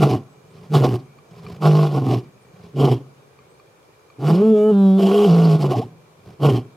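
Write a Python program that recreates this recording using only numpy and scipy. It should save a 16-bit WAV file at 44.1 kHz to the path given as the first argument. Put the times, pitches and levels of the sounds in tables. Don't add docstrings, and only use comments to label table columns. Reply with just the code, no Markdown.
import sys
import numpy as np
from scipy import signal
from scipy.fft import rfft, irfft, next_fast_len
from scipy.io import wavfile
from scipy.ndimage import uniform_filter1d, map_coordinates

SR = 44100
rng = np.random.default_rng(int(sys.argv[2]) if len(sys.argv) > 2 else 0)


def invert_db(level):
    return 10 ** (np.asarray(level, dtype=float) / 20)


def wav_record(signal):
    frames = np.transpose(np.atleast_2d(signal))
    bounded = np.clip(frames, -1, 1)
    quanta = np.round(bounded * 32767).astype(np.int16)
    wavfile.write(sys.argv[1], SR, quanta)


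N = 298116
TIME = np.arange(N) / SR

# frequency in Hz, relative density in dB per Hz.
TEETH_COLOUR = [(1300, -23), (1900, -11.5), (2380, -8), (2750, -7.5), (3160, -7.5), (3620, -9.5),
                (4400, -9.5), (5300, -10.5), (6200, -18), (7000, -37), (8500, -52)]
# frequency in Hz, relative density in dB per Hz.
LIP_AIR_COLOUR = [(5500, -20), (7000, 3.5), (8300, -0.5), (10000, -2.5), (12300, 2), (13500, -11),
                  (15600, -21)]


def unit(x):
    return x / np.sqrt(np.mean(x ** 2) + 1e-20)


def along(points, hz):
    f, v = np.transpose(points)
    return np.interp(np.log(hz + 1), np.log(f + 1), v)


def curves(rows):
    s, *cols = np.transpose(rows)
    return [uniform_filter1d(np.interp(TIME, s, c), size=SR // 100).round(decimals=6) for c in cols]


def sounding(tables):
    fade_s = .02
    gates = []
    for rows in tables:
        inside_s = np.minimum(TIME - rows[0][0], rows[-1][0] - TIME)
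        gates.append(np.clip(1 + inside_s / fade_s, 0, 1))
    return np.clip(sum(gates), 0, 1)


def wobble(rate):
    return map_coordinates(rng.standard_normal(int(N * rate / SR) + 4), [TIME * rate])


def filtered(x, response):
    m = next_fast_len(N + SR // 2)
    return irfft(rfft(x, m) * response(np.fft.rfftfreq(m, 1 / SR)), m)[..., :N]


def coloured(x, points):
    return unit(filtered(x, lambda hz: invert_db(along(points, hz))))


def resonant(x, peaks, low_hz):
    def response(f):
        body = 0
        for k, (centre, width, db) in enumerate(peaks):
            body = body + (-1) ** k * invert_db(db) * 1j * f * width / (centre ** 2 - f * f + 1j * f * width)
        cut = (-f * f / (low_hz ** 2 - f * f + 1.4j * f * low_hz)) ** 2
        return body * cut

    y = filtered(x, response)
    return y / np.sqrt(np.abs(uniform_filter1d(y ** 2, SR // 16)) + 1e-12)


def patches(x, depth_db, size, bins, frames):
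    z = signal.stft(x, nperseg=size)[2]
    field = uniform_filter1d(rng.standard_normal(z.shape[-2:]), bins, 0)
    field = uniform_filter1d(field, frames, 1)
    return signal.istft(z * invert_db(depth_db * unit(field)), nperseg=size)[1][..., :N]


def glides(rows):
    out = np.zeros(N + SR)
    for s, db, start_hz, end_hz, length_s in rows:
        u = np.linspace(0, 1, round(length_s * SR))
        tone = np.sin(2 * np.pi * length_s * (start_hz * u + (end_hz - start_hz) * u ** 2 / 2))
        out[round(s * SR):][:len(u)] += invert_db(db) * np.sqrt(2) * np.sin(np.pi * u) * tone
    return out[:N]


def microphone_hiss():
    hiss = filtered(rng.standard_normal((2, N)), lambda hz: 1 / (1 + (11000 / (hz + 1)) ** 6))
    return invert_db(-76.5) * unit(hiss)


def bush():
    # frequency in Hz, relative density in dB per Hz.
    colour = [(25, -35), (70, -6.5), (140, 0.5), (250, -11), (420, 2.5), (550, -3), (700, -7.5),
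              (850, -6.5), (1160, -7.5), (1700, -15), (3300, -20), (6700, -24.5), (12000, -29),
              (14000, -33), (15700, -38.5)]
    # frequency in Hz, left-right correlation.
    likeness = [(60, 0.37), (240, 1), (950, -0.0099), (3770, -0.085), (15000, -0.12)]
    mid_rms_db = -54.5

    def response(hz):
        angle = np.arccos(np.clip(along(likeness, hz), -1, 1)) / 2
        return invert_db(along(colour, hz)) * [np.cos(angle), np.sin(angle)]

    pair = patches(rng.standard_normal((2, N)), depth_db=1.0, size=512, bins=5, frames=12)
    mid, side = filtered(pair, response)
    return invert_db(mid_rms_db) * np.array([mid + side, mid - side]) / np.std(mid)


def insects():
    # centre in Hz, half-width in Hz, rms level in dB, pulses per second.
    bands = [(2365, 68, -69, 55), (6550, 90, -80, 6.7)]
    out = np.zeros((2, N))
    for hz, width, db, rate in bands:
        pulse = 1 + .7 * np.cos(2 * np.pi * rate * TIME + 2 * wobble(7.5))
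        pulse *= invert_db(2.2 * wobble(0.9))
        band = filtered(pulse * rng.standard_normal((2, N)), lambda f: 1 / (1 + ((f - hz) / width) ** 2))
        out += invert_db(db) * unit(band + 0.86 * band[::-1])
    return out


def far_birds():
    # start in seconds, mid-channel level in dB, start in Hz, end in Hz, length in seconds.
    chirps = [(.28, -72, 7600, 8000, .08), (.49, -70, 8000, 8900, .05), (1.05, -69, 2120, 2400, .14),
              (2.2, -69, 2120, 2400, .14), (2.4, -70, 9500, 8500, .05), (3.36, -69, 2000, 2300, .14),
              (3.49, -68, 7800, 8400, .045), (3.535, -72, 8500, 9000, .02)]
    return glides(chirps) * invert_db(np.array([[2], [-2]]))


def echo(x, spread=0.19):
    # frequency in Hz, t60 in seconds.
    decay = [(100, 0.43), (150, 1.35), (400, 1), (1500, 0.5), (8000, 0.067)]
    # frequency in Hz, relative level in dB.
    colour = [(60, -51.5), (140, -19.5), (400, -34.5), (1500, -14.5), (8000, -33.5)]
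    hz, t, z = signal.stft(rng.standard_normal((2, 2 * SR)), SR, nperseg=1024)
    z = z * invert_db(-60 * t / along(decay, hz)[:, None])
    z = z / np.linalg.norm(z[0], axis=1)[:, None]
    tails = signal.istft(z, SR, nperseg=1024)[1]
    shared, apart = tails / np.linalg.norm(tails[0])
    far = filtered(x, lambda f: invert_db(along(colour, f)))
    stereo_tail = [shared + spread * apart, shared - spread * apart]
    return signal.fftconvolve(far[None], stereo_tail, axes=1)[:, :N]


def ticks():
    # time in seconds, nominal peak in dB.
    times = [(1.186, -42), (1.465, -29), (3.389, -41.5), (3.598, -41.5), (4.101, -41)]
    # frequency in Hz, relative level in dB, t60 in seconds.
    modes = [(1170, 5.5, 0.035), (2380, 2, 0.032), (4450, -5, 0.023)]
    out, t = np.zeros(N + SR), TIME[:SR // 20]
    for s, db in times:
        ring = 0
        for hz, level_db, t60_s in modes:
            ring = ring + invert_db(level_db + rng.normal(0, 0.82) - 60 * t / t60_s) * np.sin(2 * np.pi * hz * t)
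        onset = 1 - np.exp(-t / .0004)
        out[round(s * SR):][:len(t)] += invert_db(db - 7.5) * ring * onset
    return out[:N]


def inhale():
    # peak in seconds, snore level in dB, swell in seconds.
    peaks = [(.63, -41.5, 0.24), (1.518, -32.5, 0.22), (2.668, -42.5, 0.22), (6.292, -40.5, 0.11)]
    swell_db, cut_s, cut_db = 17.5, 0.049, 8
    mouth_db, hiss_db, thin_db = -6, -18.5, -33.5
    breaths = [[(s - swell_s, db - swell_db), (s, db), (s + cut_s, db - cut_db)] for s, db, swell_s in peaks]
    snore_db, = curves(np.concatenate(breaths))
    flutter = invert_db(4.6 * np.cos(2 * np.pi * 30 * TIME + 5.2 * wobble(22)) + 1.95 * wobble(40))
    air = flutter * rng.standard_normal((4, N))
    snore = resonant(air[0], [(94.4, 41, -5.0), (171.6, 21.6, 4.0)], low_hz=50.2)
    mouth = resonant(air[1], [(404, 47, 5.5), (744, 80, -5), (1047, 120, -7.0)], low_hz=220)
    hiss = coloured(air[2], TEETH_COLOUR)
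    thin = coloured(air[3], LIP_AIR_COLOUR)
    layers = snore + invert_db(mouth_db) * mouth + invert_db(hiss_db) * hiss + invert_db(thin_db) * thin
    return sounding(breaths) * invert_db(snore_db + 0.9 * wobble(18)) * layers


def throat_bubbles():
    # start in seconds, level in dB, start in Hz, end in Hz, length in seconds.
    gulps = [(2.12, -29, 520, 750, .03), (5.722, -22, 560, 880, .045), (5.77, -23, 390, 480, .045),
             (5.805, -32, 550, 950, .04)]
    return glides(gulps)


def pitch_curve():
    # start in seconds, sag start in seconds, held Hz, sag end in seconds, last Hz.
    grunts = [(0, -0.001, 158.2, .19, 106.4), (0.681, 0.719, 152.7, .92, 121.1),
              (1.58, 1.832, 152.3, 2.15, 121.7), (2.722, 2.857, 139.7, 2.95, 121),
              (6.381, 6.48, 144.4, 6.53, 119.6)]
    # time in seconds, pitch in Hz.
    moan = [(4.171, 125.1), (4.22, 135.1), (4.265, 153.9), (4.324, 155.8), (4.392, 194.4), (4.436, 215.7),
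            (4.468, 220), (4.513, 220), (4.556, 210.8), (4.616, 209.9), (4.666, 214.6), (4.706, 215.2),
            (4.732, 200), (4.925, 190.2), (4.99, 195.4), (5.104, 193.1), (5.14, 205.8), (5.259, 206.5),
            (5.29, 169.3), (5.468, 164.4), (5.512, 156.5), (5.574, 156.9), (5.663, 140.1), (5.71, 139.4),
            (5.75, 120)]
    points = []
    for s, sag_s, hz, end_s, end_hz in grunts:
        points += [(s, hz), (sag_s, hz), (end_s, end_hz), (end_s + .2, end_hz)]
    last_s, last_hz = moan[-1]
    return curves(sorted(points + moan + [(last_s + .3, last_hz)]))[0]


def fold_state():
    ways = {"hoarse": (.9, 1, .75, .35, 3, .15), "barking": (.85, 1, .6, .4, 4, .5),
            "beating": (1, 1, .25, .95, 3, .12), "clearing": (.8, .6, .35, .2, 4, .3),
            "settling": (.015, .2, .3, 0, 4, .4), "clear": (0, .01, .3, 0, 4, .4),
            "cracking": (.45, 1, .9, .3, 3, .6), "ringing": (.1, 1, .85, .3, 3, .7)}
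    # start in seconds, way the folds work from then on.
    register = [(0, "hoarse"), (1.65, "beating"), (1.889, "hoarse"), (2.701, "barking"), (4.1, "hoarse"),
                (4.35, "clearing"), (4.408, "settling"), (4.51, "clear"), (4.7, "settling"),
                (4.75, "clear"), (4.985, "cracking"), (5.14, "ringing"), (5.281, "beating"),
                (5.579, "hoarse"), (6.299, "barking")]
    shift_s = 0.033
    which = np.searchsorted([s for s, way in register], TIME, side="right") - 1
    rows = np.array([ways[way] for s, way in register])[which].T
    return np.clip(uniform_filter1d(rows, round(shift_s * SR), axis=1), 0, None).round(decimals=6)


def fold_slaps(cycles, swing, disorder):
    beat = cycles + .1 * disorder * wobble(150) + .22 * swing
    at = np.flatnonzero(np.diff(np.floor(beat)) > 0)
    size = invert_db(2.2 * disorder * wobble(120) + 3.5 * swing)
    pulses = np.zeros(N)
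    pulses[at] = size[at]
    puff = size * (0.73 + 0.2 * np.cos(2 * np.pi * beat)) ** 2 * rng.standard_normal(N)
    slaps = unit(pulses) + 1.1 * disorder * unit(puff)
    return patches(slaps, depth_db=2.5, size=2048, bins=4, frames=2), puff


def through_jaw(slaps, shapes, shut, low_hz):
    open_jaw = resonant(slaps, shapes[0], low_hz)
    closing_jaw = resonant(slaps, shapes[1], low_hz)
    return np.sqrt(1 - shut) * open_jaw + np.sqrt(shut) * closing_jaw


def throat_band(slaps, phase, rasp, shut):
    # frequency in Hz, width in Hz, relative level in dB.
    shapes = [
        [(304, 129, 5), (430.5, 129, 8)],
        [(239.5, 31, 2.5), (398, 92.6, -6)],
    ]
    clear = np.sqrt(2 - 2 * rasp) * np.sin(2 * phase + 0.5)
    return clear + 0.92 * np.sqrt(rasp) * through_jaw(slaps, shapes, shut, low_hz=200)


def mouth_band(slaps, phase, rasp, shut, wide):
    # frequency in Hz, width in Hz, relative level in dB.
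    shapes = [
        [(685, 53.5, 0.5), (806, 76.5, -3.5), (1098, 72, -6), (1425, 108, -16.5)],
        [(633, 67, 2), (752, 45.4, 8), (1070, 69, 0), (1220, 150, -15.5)],
    ]
    # multiple of the pitch, relative dB with rounded lips, relative dB with wide lips.
    overtones = [(3, -17, -22), (4, -24, -26), (5, -37, -32), (6, -23, -38), (7, -44, -37), (8, -44, -44),
                 (9, -57, -52)]
    stack, power = 0, 0
    for k, round_db, wide_db in overtones:
        gain = invert_db((1 - wide) * round_db + wide * wide_db + 2.5 * wobble(9.8))
        stack = stack + gain * np.sin(k * (phase + 1))
        power = power + gain ** 2
    stack = stack * np.sqrt(2 / power)
    return np.sqrt(1 - rasp) * stack + 0.78 * np.sqrt(rasp) * through_jaw(slaps, shapes, shut, low_hz=435)


def high_overtones(phase, pitch, wide):
    front_hz = 3050 + 600 * wide
    shine, power = 0, 0
    for k in range(10, 34):
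        peak = .25 + 1 / (1 + ((k * pitch - front_hz) / 450) ** 2)
        gain = invert_db(5 * wobble(11) - k / 3) * peak
        shine = shine + gain * np.sin(k * phase + 0.27 * k * k)
        power = power + gain ** 2
    return shine * np.sqrt(2 / power)


def teeth_hiss(puff, phase, pitch, rasp, strain, wide):
    # frequency in Hz, width in Hz, relative level in dB.
    ring = [(2940, 27, -19.5), (2954, 204, 6.5), (3232, 100, 8)]
    hiss = coloured(puff + 0.69 * rng.standard_normal(N), TEETH_COLOUR)
    hiss = unit(patches(hiss, depth_db=2, size=512, bins=10, frames=4))
    hiss = np.sqrt(1 - strain) * hiss + np.sqrt(strain) * resonant(puff, ring, low_hz=2000)
    noisy = np.clip(.12 + rasp, 0, 1)
    return np.sqrt(noisy) * hiss + np.sqrt(1 - noisy) * high_overtones(phase, pitch, wide)


def lip_air(puff):
    air = coloured(puff + 1.2 * rng.standard_normal(N), LIP_AIR_COLOUR)
    return unit(patches(air, depth_db=1.5, size=512, bins=20, frames=4))


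def roar():
    # time in seconds, voice level in dB, push of breath as mouth band re voice in dB.
    short_grunts = [
        [(0.0, -15.5, -19.5), (0.03, -11, -3), (0.066, -14, -14.5), (0.084, -21, -8.5), (0.118, -15.5, -9),
         (0.144, -15, -8.5), (0.256, -53, -19), (0.27, -56, -30)],
        [(0.68, -54.5, -23), (0.71, -25.5, -31), (0.75, -14, 1), (0.764, -10.5, -14.5), (0.792, -18, -10.5),
         (0.814, -17.5, -20), (0.844, -14, -0.5), (0.9, -19.5, -17.5), (0.954, -18.5, -12.5),
         (0.972, -29.5, -14.5), (1.06, -50, -21)],
        [(2.72, -64, -14), (2.746, -34.5, -32), (2.76, -25.5, -20), (2.804, -15, -9.5), (2.836, -12.5, -12),
         (2.85, -12, -11.5), (2.898, -21, -5), (2.904, -16, -23.5), (2.918, -11.5, -8.5), (2.952, -21.5, -18.5),
         (3.06, -53, -22.5)],
        [(6.38, -61, -21), (6.402, -31, -10), (6.432, -16, -11.5), (6.452, -12, -6.5), (6.472, -11.5, -13),
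         (6.51, -14, -13.5), (6.526, -14.5, -22.5), (6.574, -16, -12.5), (6.636, -40.5, -21), (6.656, -38, -35),
         (6.72, -63, -7.5)],
    ]
    long_grunt = [(1.58, -51, 0), (1.6, -33, -23), (1.624, -23, -3), (1.662, -8.5, -7), (1.704, -11, -17),
                  (1.796, -12.5, -13), (1.83, -12.5, -13.5), (1.866, -17, -8), (1.896, -25.5, -13.5),
                  (1.984, -18, -7), (2.002, -23, -15.5), (2.13, -15.5, -9.5), (2.188, -22.5, -19),
                  (2.22, -40.5, -13.5), (2.248, -38, -21), (2.27, -55, -12)]
    moan_and_roar = [(4.17, -71, -0.5), (4.178, -56.5, -37.5), (4.194, -30.5, -13), (4.292, -14, -7.5),
                     (4.318, -11.5, -17), (4.382, -14.5, -16), (4.53, -10.5, -24.5), (4.576, -14, -13),
                     (4.704, -12.5, -17), (4.72, -13.5, -22), (4.864, -10.5, -19), (4.978, -13, -19.5),
                     (5.002, -13.5, -13.5), (5.14, -14, -11), (5.166, -13.5, -11.5), (5.294, -12, -13),
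                     (5.314, -11, -15.5), (5.558, -11.5, -16.5), (5.582, -24, -14.5), (5.636, -15.5, -10.5),
                     (5.692, -22, -17), (5.726, -15.5, -5), (5.75, -27, -2.5), (5.79, -16, -15),
                     (5.83, -37.5, 0), (5.85, -31, -21), (5.9, -45, -14), (5.95, -55.5, -15)]
    # time in seconds, lip shape from 0 rounded to 1 wide.
    lips = [(4.7, 0.0042), (4.75, 0.97)]
    calls = sorted(short_grunts + [long_grunt, moan_and_roar])
    voice_db, push_db = curves(np.concatenate(calls))
    pitch = pitch_curve()
    rasp_low, rasp_high, disorder, depth, period, strain = fold_state()
    unsteady, clear = rasp_low * disorder, 1 - rasp_high
    shut = np.clip((148 - pitch) / 18, 0, 1)
    wide, = curves(lips)
    extra_db = push_db + 12

    over_db = -11 + 0.34 * rasp_low * extra_db + 7.5 * shut + 8 * strain * rasp_high
    over_db += 0.31 * shut * np.clip(-23 - voice_db, 0, 18)
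    octave_hz, octave_width_hz = 423.5, 12.4
    over_db += 18 / (1 + ((2 * pitch - octave_hz) / octave_width_hz) ** 2)
    over_db -= 5 * wide * clear
    fund_db = voice_db - 10 * np.log10(1 + invert_db(2 * over_db))
    throat_db, mouth_db = fund_db + over_db, voice_db + push_db
    hiss_db = voice_db - 27.5 + 0.61 * extra_db + 7.5 * strain - 9.5 * clear
    hiss_db += 4.5 * unsteady * wobble(62)
    air_db = hiss_db - 12 - 1.5 * shut + 1.5 * clear
    thump_db = voice_db - 45 + 16 * shut - 22 * clear + 12 * depth

    cycles = np.cumsum(pitch) / SR
    phase = 2 * np.pi * (cycles + .09 * unsteady * wobble(45))
    fundamental = np.sqrt(2) * invert_db(fund_db + 3 * unsteady * wobble(40)) * np.sin(phase)
    swing = depth * np.cos(2 * np.pi * np.cumsum(pitch / period) / SR)
    slaps, puff = fold_slaps(cycles, swing, disorder)
    chest = .55 * unsteady * invert_db(fund_db) * resonant(slaps, [(200, 21.0, 0)], low_hz=120)
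    throat = throat_band(slaps, phase, rasp_low, shut)
    mouth = mouth_band(slaps, phase, rasp_high, shut, wide)
    hiss = teeth_hiss(puff, phase, pitch, rasp_high, strain, wide)
    air_thump = resonant(rng.standard_normal(N), [(63.4, 51, 0)], low_hz=42)
    layers = fundamental + chest + invert_db(throat_db) * throat + invert_db(mouth_db) * mouth
    layers += invert_db(hiss_db) * hiss + invert_db(thump_db) * air_thump + invert_db(air_db) * lip_air(puff)
    return sounding(calls) * layers


def at_microphones(x):
    # frequency in Hz, left minus right in dB.
    lean = [(150, -1), (380, 0), (700, 0), (1000, -2), (1300, -4.5), (2000, -1.5), (3000, -1.5),
            (5000, -1.5), (12000, -1.5)]
    # frequency in Hz, phase in radians by which left leads.
    lead = [(150, 0.024), (300, 0.03), (700, 0.2), (1200, 0.68), (2500, 0.067), (10000, 0.18)]
    half = np.array([[.5], [-.5]])
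    return filtered(x, lambda hz: invert_db(along(lean, hz) * half) * np.exp(1j * along(lead, hz) * half))


def scene():
    lion = roar() + throat_bubbles() + inhale()
    background = bush() + insects() + far_birds() + microphone_hiss()
    return at_microphones(lion) + echo(lion) + ticks() + background


def low_pass(x):
    return signal.sosfilt(signal.butter(12, 15700, fs=SR, output="sos"), x)


def record(dry):
    ceiling = .9
    rounded = dry / (1 + np.abs(dry / ceiling) ** 5) ** (1 / 5)
    return low_pass(rounded)


dry = scene()
out = record(dry)
wav_record(out)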